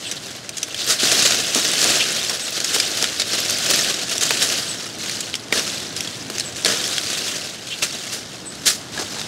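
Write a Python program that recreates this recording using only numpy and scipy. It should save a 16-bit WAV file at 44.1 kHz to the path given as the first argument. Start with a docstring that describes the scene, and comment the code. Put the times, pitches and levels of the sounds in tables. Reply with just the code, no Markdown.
"""Under a fruit tree, a few metres below someone who climbs along a bough and drags its branches about.
Friction and many small impacts make the stiff leaves rustle and the sprays swish; twigs fracture and
ring, and the damped bough takes dull knocks. A small bird calls thinly now and then over a low outdoor
hush; at the end feet shuffle in leaf litter. Both channels carry the same sound."""
import sys
import numpy as np
from scipy import signal
from scipy.fft import rfft, irfft, next_fast_len
from scipy.io import wavfile
from scipy.ndimage import uniform_filter1d

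SR = 44100
rng = np.random.default_rng(int(sys.argv[2]) if len(sys.argv) > 2 else 0)


def master(y):
    """Save y as 16-bit WAV."""
    cut = np.clip(np.atleast_2d(y).T, -1, 1)
    pcm = np.round(cut * 32767)  # scale
    wavfile.write(sys.argv[1], SR, pcm.astype(np.int16))


N = 408807
TIME = np.arange(N) / SR

# Spectral densities (f/Hz, relative level/dB) of:
HUSH_SPECTRUM = [(15, -49.5), (25, -42), (78, -4), (108, 3), (236, 1.5), (285, 1), (335, 0), (545, -7),
                 (1190, -10.5), (1330, -10), (2350, -16), (3430, -10.5), (8140, -18), (14400, -37),
                 (16000, -71)]   # the open air
LITTER_SPECTRUM = [(90, -9), (200, -2), (450, -3), (750, -1), (1600, -6), (2400, -11), (4500, -3),
                   (8000, -9), (14000, -31)]   # crushed dead leaves
SWISH_SPECTRUM = [(300, -5.5), (620, -3), (900, -17), (1300, -2.5), (1850, -1.5), (2300, -5.5), (3100, -1),
                  (5000, 2), (7500, -1), (10000, -7), (15000, -20)]   # a spray brushing past
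CRACK_SPECTRUM = [(150, -21), (600, -6), (1000, -16), (1600, -3), (3000, 1), (5000, 0.5), (8000, -3),
                  (11000, -11.5), (16000, -35)]   # breaking wood
LEAF_SPECTRUM = [(470, -29), (800, -36), (918, -17), (1110, -12), (1460, -6.5), (2240, -9), (2660, -3),
                 (4030, -1), (4510, -1), (6570, -2), (8440, -7), (13300, -19.5), (15000, -28), (16000, -19)]   # rustling leaves
SPRAY_SPECTRUM = [(45, -20.5), (100, -8), (180, -4), (320, 0), (450, -1), (650, 0.5), (780, -4.5),
                  (930, -15.5), (1200, -8.5), (1600, -4.5), (2200, -6), (3500, -36.5)]   # flapping sprays
# Response of the struck bough: f/f0, relative level/dB
BOUGH_RESPONSE = [(.3, -37), (.75, -13), (1.1, -0.5), (2.4, -7.5), (4.5, -14.5), (12, -15)]
# Course of the outdoor hush: t/s, level/dB
HUSH_LEVELS = [(0, -39.5), (.7, -43), (1.2, -39), (2.6, -41), (4.5, -38), (5.6, -37), (6.5, -36),
               (7.6, -40), (8.3, -39), (9.27, -35.5)]
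# Bird calls: t/s, level/dB, final f/Hz
BIRD_CALLS = [(0.053, -32, 8000), (2.416, -28.5, 8020), (3.815, -30.5, 8150), (4.68, -26, 7940),
              (6.445, -29.5, 7750), (8.455, -29, 7990)]
# Feet in leaf litter: t/s, level/dB, duration/s
FOOT_SHUFFLES = [(8.959, -27, 0.077), (9.112, -30.5, 0.13)]
# Stalk rubbing on stalk: t/s, level/dB, f/Hz, duration/s
STALK_RUBS = [(0.034, -31, 3020, 0.062), (0.16, -31, 3970, 0.026), (0.70, -33, 3100, 0.025),
              (0.773, -27, 3830, 0.083), (1.992, -17, 2850, 0.04), (3.082, -26, 3150, 0.016),
              (7.696, -28, 2990, 0.063)]
# Knocks on the bough: t/s, peak level/dB, T60/s, pitch of the wood f0/Hz
BOUGH_KNOCKS = [(0.683, -22, .03, 420), (1.031, -12.5, 0.077, 200), (1.558, -10, 0.15, 246),
                (1.851, -16, 0.19, 150), (2.30, -17.5, 0.093, 600), (2.762, -13, 0.016, 400),
                (3.028, -14.5, 0.057, 320), (4.307, -8.5, .03, 500), (5.524, -9, 0.045, 288),
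                (5.552, -17.5, 0.35, 241), (6.3, -17, 0.053, 395), (6.649, -22, 0.21, 182),
                (6.722, -17, .02, 600), (7.824, -20, .06, 500), (9.014, -18, 0.035, 350)]
# Sprays sweeping through leaves: t/s at the crest, level/dB, rise/s, fall/s, tilt/(dB per octave)
SPRAY_SWISHES = [(0.914, -15.5, 0.024, 0.027, 0.5), (2.755, -18, 0.015, 0.01, 0.5),
                 (4.229, -15.5, 0.0078, 0.0123, -0.5), (4.429, -17, .015, 0.04, 1),
                 (5.55, -21, 0.015, 0.031, 0), (5.585, -20, 0.011, 0.017, -2.5),
                 (6.665, -16.5, 0.0069, 0.084, -2), (7.831, -15.5, 0.006, 0.021, 0),
                 (8.138, -24.5, .012, 0.033, 1), (8.675, -10.5, 0.0098, 0.033, 1.5)]
# Loud twig fractures: t/s, initial level/dB, f/Hz, T60/s
TWIG_SNAPS = [(0.113, -17, 5800, 0.046), (0.4921, -16.5, 5760, 0.016), (0.5693, -21.5, 6630, .046),
              (0.5814, -18.5, 6200, 0.029), (0.6298, -10.5, 6000, .022), (0.7447, -16, 3250, 0.021),
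              (1.259, -11.5, 4040, 0.073), (1.5476, -6.5, 6000, 0.017), (1.8158, -9, 4310, .018),
              (1.8425, -6, 6930, .011), (2.2957, -12.5, 5200, 0.03), (2.6025, -10, 4400, .011),
              (2.6444, -11.5, 4740, 0.032), (2.7996, -6.5, 4890, 0.0303), (3.025, -5, 5000, 0.01),
              (3.0415, -7.5, 3320, 0.017), (3.1972, -11, 4140, 0.042), (3.2181, -11, 3730, 0.028),
              (3.4974, -12.5, 6060, 0.0263), (4.18, -8.5, 5570, 0.01), (4.2098, -14, 6120, .045),
              (4.2338, -7.5, 6200, .021), (4.3066, -7.5, 2450, 0.017), (4.4194, -11.5, 3750, 0.035),
              (5.096, -12.5, 4180, 0.011), (5.2052, -16, 6600, 0.035), (5.3408, -10.5, 2880, 0.012),
              (5.3534, -15, 5320, 0.023), (5.5252, -4, 1870, 0.0185), (5.5942, -12, 5510, .015),
              (5.9643, -15.5, 5400, 0.011), (6.0062, -12, 5400, .015), (6.0736, -18, 3360, 0.0243),
              (6.2996, -20.5, 4350, 0.022), (6.3824, -13.5, 4900, .016), (6.3973, -9.5, 5300, 0.012),
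              (6.4054, -15.5, 4050, .034), (6.6478, -4.5, 4300, .018), (6.6583, -8, 3340, 0.021),
              (6.7221, -12.5, 4600, 0.013), (6.8409, -12.5, 4220, .017), (6.981, -8, 3240, 0.013),
              (7.8226, -14.5, 2563, 0.047), (8.976, -19, 1680, 0.035), (9.2145, -18, 3660, 0.0178)]
# Tugs on the branches: t/s, duration/s, level/dB of the shaking
BRANCH_TUGS = [(-0.06, 0.227, -35), (0.211, 0.024, -32), (0.52, 0.24, -36), (0.75, 0.32, -27),
               (0.98, .32, -16.5), (1.32, 0.17, -22), (1.501, 0.29, -20), (1.76, 0.2, -17),
               (2.11, 0.18, -23.5), (2.37, 0.11, -27), (2.51, .06, -24.5), (2.64, .24, -22.5),
               (2.91, 0.13, -23.5), (3.14, 0.065, -25.5), (3.25, .36, -23), (3.6, 0.24, -19),
               (4.06, 0.08, -24), (4.21, .39, -22.5), (4.85, .04, -33.5), (4.98, .17, -28),
               (5.53, 0.17, -25), (5.949, 0.03, -27), (6.11, 0.061, -33), (6.31, 0.069, -30),
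               (6.54, 0.056, -30), (6.68, .32, -25.5), (7.02, .29, -25), (7.4, .1, -33),
               (7.63, 0.208, -33.5), (7.81, .29, -32), (8.27, 0.041, -37.5), (8.49, .33, -39.5),
               (8.91, .36, -34)]


def from_db(db):
    """Amplitude ratio of a level in decibels."""
    return 10 ** (np.asarray(db) / 20)


def unit_rms(x):
    """Normalisation to unit mean power."""
    return x / np.sqrt(np.mean(x ** 2) + 1e-20)


def level_at(spectrum, hz):
    """Interpolation of a spectrum on a logarithmic frequency axis."""
    f, db = np.transpose(spectrum)
    return np.interp(np.log(hz + 1e-6), np.log(f), db)


def colour(x, spectrum):
    """Minimum-phase filtering, falling away beyond the ends of the spectrum."""
    size = 2 * next_fast_len(len(x) // 2 + 2048)
    hz = np.maximum(np.fft.rfftfreq(size, 1 / SR), 1)
    skirts = (1 + (spectrum[0][0] / hz / 2) ** 2) * (1 + (hz / spectrum[-1][0] / 2) ** 2)
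    cepstrum = irfft(np.log(from_db(level_at(spectrum, hz)) / skirts))
    cepstrum[1:size // 2] *= 2   # folding the cepstrum makes the response causal
    cepstrum[size // 2 + 1:] = 0
    return irfft(rfft(x, size) * np.exp(rfft(cepstrum)))[:len(x)]


def band(x, low_hz, high_hz):
    """Band-pass filtering."""
    return signal.sosfilt(signal.butter(2, [low_hz, high_hz], "band", fs=SR, output="sos"), x)


def resonate(x, hz, q):
    """Forced response of a damped oscillator, with unit gain at resonance."""
    return signal.lfilter(*signal.iirpeak(min(hz, SR / 3), max(q, 1), fs=SR), x)


def arch(length_s):
    """Half-sine envelope."""
    return np.sin(np.linspace(0, np.pi, int(length_s * SR)))


def add(track, s, sound):
    """Superposition of a sound on a track, from time s."""
    start = int(np.clip(s * SR, 0, N - 1))
    track[start:start + len(sound)] += sound[:N - start]


def ticks(per_s, spread_db):
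    """A random point process: impulses of either sign and unequal strength."""
    at = np.flatnonzero(rng.random(N) < per_s / SR)
    signs = rng.choice([-1, 1], len(at))
    out = np.zeros(N)
    out[at] = signs * from_db(spread_db * np.minimum(rng.exponential(1, len(at)), np.e))
    return out


def contacts(per_s, spread_db, fade_s):
    """Shot noise: the power of random touches, each decaying exponentially; mean 1."""
    at = np.flatnonzero(rng.random(N) < per_s / SR)
    power = np.zeros(N)
    power[at] = from_db(spread_db * np.minimum(rng.exponential(1, len(at)), np.pi)) ** 2
    power = signal.lfilter([1], [1, -np.exp(-1 / (fade_s * SR))], power + 1e-18)
    return power / power.mean()


def canopy(x, t60, wet_db):
    """Scattering by trunks and foliage adds a short diffuse tail."""
    t = np.arange(SR // 2) / SR
    echoes = rng.standard_normal(len(t)) * from_db(-60 * t / t60) * (1 - np.exp(-t / 0.0021))
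    return x + from_db(wet_db) * signal.fftconvolve(x, echoes / np.linalg.norm(echoes))[:N]


def hush():
    """Ambient noise of the open air: a low, continuous spectrum whose level drifts."""
    level_db = np.interp(TIME, *np.transpose(HUSH_LEVELS))
    return from_db(level_db) * unit_rms(colour(rng.standard_normal(N), HUSH_SPECTRUM))


def bird(length_s, drop_hz, glide_s, waver_hz):
    """Frequency modulation: a thin 'tsip' glides down and levels off, hoarse with random waver."""
    out, t = np.zeros(N), np.arange(int(length_s * SR)) / SR
    for s, db, hz in BIRD_CALLS:
        waver = waver_hz * unit_rms(uniform_filter1d(rng.standard_normal(len(t)), size=50))
        phase = 2 * np.pi * np.cumsum(hz + waver + drop_hz * np.exp(-t / glide_s)) / SR
        add(out, s, from_db(db) * np.sqrt(np.sin(np.pi * t / length_s)) * np.sin(phase))
    return out


def shuffles():
    """Crushing: dead leaves give way underfoot in random bursts that sum to a dull crunch."""
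    weight = np.zeros(N)
    for s, db, length in FOOT_SHUFFLES:
        add(weight, s, from_db(db) * np.sqrt(np.abs(arch(length))))
    crunch = np.sqrt(contacts(per_s=300, spread_db=5.0, fade_s=0.0038)) * rng.standard_normal(N)
    return weight * unit_rms(colour(crunch, LITTER_SPECTRUM))


def rubs():
    """Stick-slip friction: uneven slips of stalk on stalk sustain one hoarse resonance."""
    out = np.zeros(N)
    for s, db, hz, length in STALK_RUBS:
        stroke = arch(length)
        squeak = band(rng.standard_normal(len(stroke)), hz / 1.14, hz * 1.18)
        add(out, s, from_db(db) * stroke * unit_rms(squeak))
    return out


def knocks():
    """Heavy damping: green wood and hanging fruit answer a blow with a dull thud."""
    out, t = np.zeros(N), np.arange(SR // 3) / SR
    for s, db, t60, hz in BOUGH_KNOCKS:
        blow = rng.standard_normal(len(t)) * from_db(-60 * t / t60)
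        thud = colour(blow, [(hz * ratio, level) for ratio, level in BOUGH_RESPONSE])
        add(out, s, from_db(db) * thud / np.abs(thud).max())
    return out


def swishes():
    """Sliding friction: grainy noise swells as a spray speeds through the leaves, then settles."""
    out, t = np.zeros(N), np.arange(SR // 2) / SR
    for s, db, rise, fall, tilt_db in SPRAY_SWISHES:
        lead = np.e * rise
        swell = np.where(t < lead, np.exp(-.5 * ((t - lead) / rise) ** 2), np.exp(-abs(t - lead) / fall))
        grain = np.sqrt(0.5 + 1.2 * contacts(per_s=610, spread_db=0.5, fade_s=0.00227)[:len(t)])
        spectrum = [(hz, level + tilt_db * np.log2(hz)) for hz, level in SWISH_SPECTRUM]
        brushing = colour(grain * rng.standard_normal(len(t)), spectrum)
        add(out, s - lead, from_db(db) * swell * unit_rms(brushing))
    return out


def crackle(click_db, ping_db, q):
    """Impulse excitation: leaf edges click, and small stalks ring at their natural frequencies."""
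    clicks = colour(ticks(per_s=70, spread_db=4.0), CRACK_SPECTRUM)
    pitches = np.geomspace(1400, 6000, 36)
    taps = ticks(per_s=130, spread_db=-1.5)
    stalk = rng.integers(0, len(pitches), N)
    pings = sum(from_db(level_at(LEAF_SPECTRUM, hz)) * resonate(taps * (stalk == k) + 1e-18, hz, q)
                for k, hz in enumerate(pitches))
    return from_db(click_db) * unit_rms(clicks) + from_db(ping_db) * unit_rms(pings)


def snap(hz, t60, crack_db, q):
    """Fracture: a sharp break and a volley of tearing fibres ring the twig; initial rms near 1."""
    t = np.arange(SR // 10) / SR
    fibres = rng.standard_normal(len(t))
    fibres *= from_db(2.0 * rng.standard_normal(len(t)) - 60 * t / max(t60, .003))
    fibres *= 1 - np.exp(-t / 0.00027)
    force = fibres / np.linalg.norm(fibres) + 0.19 * (t == 0)
    # thin, high twigs give mostly crack and little bass; thick ones ring more clearly
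    thinness = np.log2(hz / 4000)
    crack = colour(force, [(f, db + 4.3 * thinness * np.log2(min(f, 7000))) for f, db in CRACK_SPECTRUM])
    sound = unit_rms(resonate(force, hz, q)) + from_db(crack_db + 1.7 * thinness) * unit_rms(crack)
    return sound / np.linalg.norm(sound) * np.sqrt(t60 * SR / np.log(1e6))


def twigs(shake_db, per_s, above_db, median_hz, spread_octaves, lesser_t60):
    """Fracture under load: the loud snaps, and lesser random ones whose level follows the shaking."""
    out = np.zeros(N)
    at = np.flatnonzero(rng.random(N) < per_s / SR)
    pitches = median_hz * 2 ** (spread_octaves * rng.standard_normal(len(at)))
    lesser = [(i / SR, shake_db[i] + above_db, hz, lesser_t60) for i, hz in zip(at, pitches)]
    for s, db, hz, t60 in list(TWIG_SNAPS) + lesser:
        add(out, s, from_db(db) * snap(hz, t60, crack_db=1.0, q=12.0))
    return out


def shaking(fade_s, attack_s=0.016, release_s=0.017, sway_db=-1.5):
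    """Forced motion, then free decay, in dB: each tug leaves the branch swaying; the strongest leads."""
    motion, t = 0, TIME[::40]
    sway = from_db(sway_db)
    for s, length, db in BRANCH_TUGS:
        pulled, freed = np.maximum(t - s, 0), np.maximum(t - s - length, 0)
        release = (1 - sway) * np.exp(-freed / release_s) + sway * np.exp(-freed / fade_s)
        motion = np.maximum(motion, from_db(db) * (1 - np.exp(-pulled / attack_s)) * release)
    return np.interp(TIME, t, 20 * np.log10(motion + 1e-3))


def flapping(shake_db, lag_s, below_db, rest_db):
    """Delayed response: the amplitude of heavy sprays trails the shaking and never quite dies."""
    driven_db = np.interp(TIME - lag_s, TIME, shake_db) - below_db
    return np.hypot(from_db(driven_db), from_db(rest_db))


def rustle(spectrum, clumps, rub_db, clump_db, tap_db, tap_s):
    """Incoherent sources add in power: smooth rubbing, broadband clumps and narrow-band leaf taps."""
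    edges = np.geomspace(50, 17000, 25)
    white, out = rng.standard_normal((2, N)), 0
    for k, (low, high) in enumerate(zip(edges, edges[1:])):
        ring_s = tap_s * np.sqrt(3000 / low)   # big leaves ring longer
        taps = contacts(per_s=180, spread_db=1.5, fade_s=ring_s)
        power = from_db(rub_db) ** 2 + from_db(clump_db) ** 2 * clumps + from_db(tap_db) ** 2 * taps
        out = out + np.sqrt(power) * band(white[k % 2], low, high)
    return unit_rms(colour(out, spectrum))


def foliage(shake_db, sizzle_hz, sizzle_fade_s):
    """Common excitation: the same collisions make light leaves hiss and heavy sprays flap."""
    clumps = contacts(per_s=330, spread_db=6.0, fade_s=0.0045)
    leaves = rustle(LEAF_SPECTRUM, clumps, rub_db=-3.5, clump_db=0, tap_db=0, tap_s=0.006)
    sprays = rustle(SPRAY_SPECTRUM, clumps, rub_db=-3.5, clump_db=-0.5, tap_db=-2, tap_s=0.004)
    # the bright scrape of leaf on leaf stops sooner than the sway
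    sizzle = signal.sosfiltfilt(signal.butter(2, sizzle_hz, "high", fs=SR, output="sos"), leaves)
    return (from_db(shake_db - 0.5) * (leaves - sizzle)
            + from_db(shaking(sizzle_fade_s) - 0.55) * sizzle
            + flapping(shake_db, lag_s=0.023, below_db=11, rest_db=-44.5) * sprays)


def scene():
    """Superposition at one point of the hush, the bird, the ground and the tree."""
    shake_db = shaking(fade_s=0.24)
    wood = twigs(shake_db, per_s=5.6, above_db=8, median_hz=5740, spread_octaves=0.76, lesser_t60=0.0099)
    # clicks grow more slowly than the rustle, so they stand out in the lulls
    wood += from_db(0.77 * shake_db) * crackle(click_db=-18.0, ping_db=-14.0, q=26.0)
    wood += knocks() + rubs()
    calls = bird(length_s=0.043, drop_hz=1000, glide_s=0.0056, waver_hz=130)
    background = canopy(calls, t60=0.2, wet_db=-6) + hush()
    leaves = foliage(shake_db, sizzle_hz=7550, sizzle_fade_s=0.18)
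    branches = canopy(wood + swishes(), t60=0.07, wet_db=-12)
    mono = background + shuffles() + branches + leaves
    return np.array([mono, mono])


def record(dry):
    """Clipping limits the highest peaks; a steep low-pass filter cuts the top."""
    top_cut = signal.ellip(12, .1, 80, 15700, fs=SR, output="sos")
    return signal.sosfilt(top_cut, np.clip(dry, -1, 1))


dry = scene()
out = record(dry)
master(out)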